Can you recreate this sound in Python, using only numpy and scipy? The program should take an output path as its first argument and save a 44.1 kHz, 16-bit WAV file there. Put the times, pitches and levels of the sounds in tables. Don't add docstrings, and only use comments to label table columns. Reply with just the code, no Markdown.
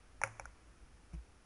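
import sys
import numpy as np
from scipy import signal
from scipy.fft import rfft, irfft
from scipy.io import wavfile

SR = 44100
rng = np.random.default_rng(int(sys.argv[2]) if len(sys.argv) > 2 else 0)


def generate_wav(sig):
    pcm = np.round(np.clip(np.atleast_2d(sig).T, -1, 1) * 32767).astype(np.int16)
    wavfile.write(sys.argv[1], SR, pcm)


N = 63945
T = np.arange(N) / SR


def undb(db):
    return 10 ** (np.asarray(db) / 20)


def level(x, db):
    return x * undb(db) / np.sqrt(np.mean(x ** 2))


def fade(t60):
    return np.exp(-np.log(1000) * T / t60)


def delay(x, s):
    silence = np.zeros(max(int(s * SR), 0))
    return np.concatenate([silence, x])[:N]


def convolve(x, h):
    return signal.fftconvolve(x, h)[:N]


def colour(x, points):
    size = 16384
    hz, db = np.array(points).T
    f = np.maximum(np.arange(size // 2 + 1) * SR / size, 1)
    gain = undb(np.interp(np.log(f), np.log(hz), db))
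    cepstrum = irfft(np.log(gain))
    cepstrum[1:size // 2] *= 2
    cepstrum[size // 2 + 1:] = 0
    response = irfft(np.exp(rfft(cepstrum)))[:size // 2]
    return convolve(x, response)


def treble(x, db):
    return colour(x, [(2800, 0), (5000, db)])


def burst(t60, db):
    x = rng.standard_normal(N) * fade(t60)
    return x * undb(db) / np.sqrt(np.sum(x ** 2))


def mode(hz, db, t60):
    return undb(db) * np.sin(2 * np.pi * hz * T) * fade(t60)


def drops():
    # t/s, level/dB, first plip f/Hz, its level/dB, second plip f/Hz, its level/dB,
    # treble of the tick/dB, scattered sound/dB (all levels relative)
    drop_rows = [(.2160, -16, 873, 14, 1735, 2.5, 4, 6), (0.2363, 0, 1444, 1.5, 2270, -0.5, 1.5, 0),
                 (.2617, -22, 840, 3, 2220, -3, 3.5, -5), (0.2744, -23, 836, 6, 2200, -11, 1.5, -6),
                 (0.397, -14, 806, 6, 2310, -2, -0.5, -2), (0.4556, -25, 1427, 12.5, 705, -2, 5.5, 2)]
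    all_drops_db = 1.5
    plip_lead_s = 0.0008
    ring = rock_ring()
    out = np.zeros(N)
    for s, db, hz1, db1, hz2, db2, treble_db, scatter_db in drop_rows:
        struck = tick(treble_db) + ring + undb(scatter_db) * rock_scatter()
        plips = plip(hz1, db1) + plip(hz2, db2)
        drop = delay(struck, s) + delay(plips, s - plip_lead_s)
        out += undb(all_drops_db + db) * drop
    return out


def tick(treble_db):
    # f/Hz, level/dB
    tick_points = [(150, -27.5), (400, -34), (520, -3.5), (900, 3.5), (1100, -8), (1450, 4), (1950, -5),
                   (2200, 2), (2600, -8), (3000, -33), (4100, -32.5), (4900, -25.5), (5750, -7.5),
                   (7100, -10.5), (8000, -55), (8800, -18), (10200, -9), (11000, -28)]
    click = T == 0
    splash = burst(t60=0.016, db=-0.5)
    return treble(colour(click + splash, tick_points), treble_db)


def plip(hz, db):
    base_db, t60_s, rise_s = -20.5, 0.014, 0.0013
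    swell = 1 - np.exp(-(T / rise_s) ** 2)
    return mode(hz, base_db + db, t60_s) * swell


def rock_ring():
    # f/Hz, level/dB, 60 dB decay time/s
    ring_modes = [(110.56, -48, 0.58), (538, -38, 0.11), (758, -50, 0.21), (834, -49, 0.083),
                  (918, -47, 0.12), (1126, -61, 0.6), (1634, -60.5, .12), (2315, -84, 0.082)]
    rise_s = 0.0012
    return sum(mode(*row) for row in ring_modes) * (1 - np.exp(-T / rise_s))


def rock_scatter():
    # f/Hz, level/dB
    scatter_points = [(200, -12), (420, -7), (560, -5), (880, -1), (1400, -1), (1950, -3.5), (2400, -3),
                      (3100, -23), (4100, -30.5), (5700, -13.5), (7000, -15), (8000, -26.5), (9200, -16.5),
                      (10300, -18.5), (11000, -28.5)]
    near = burst(t60=0.14, db=-6)
    far = burst(t60=1, db=-11.5)
    return delay(colour(near + far, scatter_points), 0.003)


def bump():
    # f/Hz, level/dB, 60 dB decay time/s, rise time/s
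    bump_modes = [(57, -28.5, 0.16, 0.013), (161.8, -20, 0.061, 0.021), (335, -34.5, 0.069, .022),
                  (586, -57, 0.053, 0.0071), (695, -52, 0.043, 0.0052)]
    # t/s, level/dB, level of all but the deepest vibration/dB
    bump_rows = [(1.130, -3.5, 2.5), (1.164, -8, -12.5)]
    deep, *upper = [mode(hz, db, t60) * (1 - np.exp(-(T / rise) ** 2))
                    for hz, db, t60, rise in bump_modes]
    body = np.zeros(N)
    for s, db, upper_db in bump_rows:
        push = deep + undb(upper_db) * sum(upper)
        body += delay(undb(db) * push, s)
    return rub() - body


def rub():
    # f/Hz, level/dB
    rub_points = [(300, 3.5), (1200, -3.5), (1700, -11), (2300, 0), (3200, -14.5), (4200, -22),
                  (5800, -5.5), (8000, -18), (10200, -8), (11000, -21)]
    peak_s, width_s = 1.142, 0.01
    noise = level(colour(rng.standard_normal(N), rub_points), -61.5)
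    return noise * np.exp(-.5 * ((T - peak_s) / width_s) ** 2)


def air_hiss():
    # f/Hz, relative level per Hz/dB
    air_points = [(88, -30), (150, -0.5), (325, -1), (425, -6.5), (474, -4), (547, -8), (784, -7),
                  (1010, -10), (1370, -7), (2110, -13), (2390, -12), (2760, -15), (3950, -20.5),
                  (5660, -16.5), (7960, -24), (10200, -17), (11000, -27), (14300, -59.5), (22000, -120)]
    return level(colour(rng.standard_normal(N), air_points), -67.5)


def low_rumble():
    # f/Hz, relative level per Hz/dB
    rumble_points = [(15, -6.5), (35, -7), (58, 0), (85, -11.5), (130, -18.5), (200, -31)]
    # t/s, level change/dB
    swell_points = [(0, -3.5), (.2, 2.5), (.58, -1.5), (.85, 0.5), (1.0, -4.5), (1.3, 0), (1.45, -9.5)]
    low_pass = signal.butter(4, 250, fs=SR, output="sos")
    low = signal.sosfilt(low_pass, colour(rng.standard_normal(N), rumble_points))
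    swell_db = np.interp(T, *np.array(swell_points).T)
    return level(low, -59.5) * undb(swell_db)


def scene():
    return (drops() + bump() + air_hiss() + low_rumble())[None]


def record(dry):
    top_hz = 11100
    top_cut = signal.ellip(10, .2, 70, top_hz, fs=SR, output="sos")
    return signal.sosfilt(top_cut, dry)


dry = scene()
out = record(dry)
generate_wav(out)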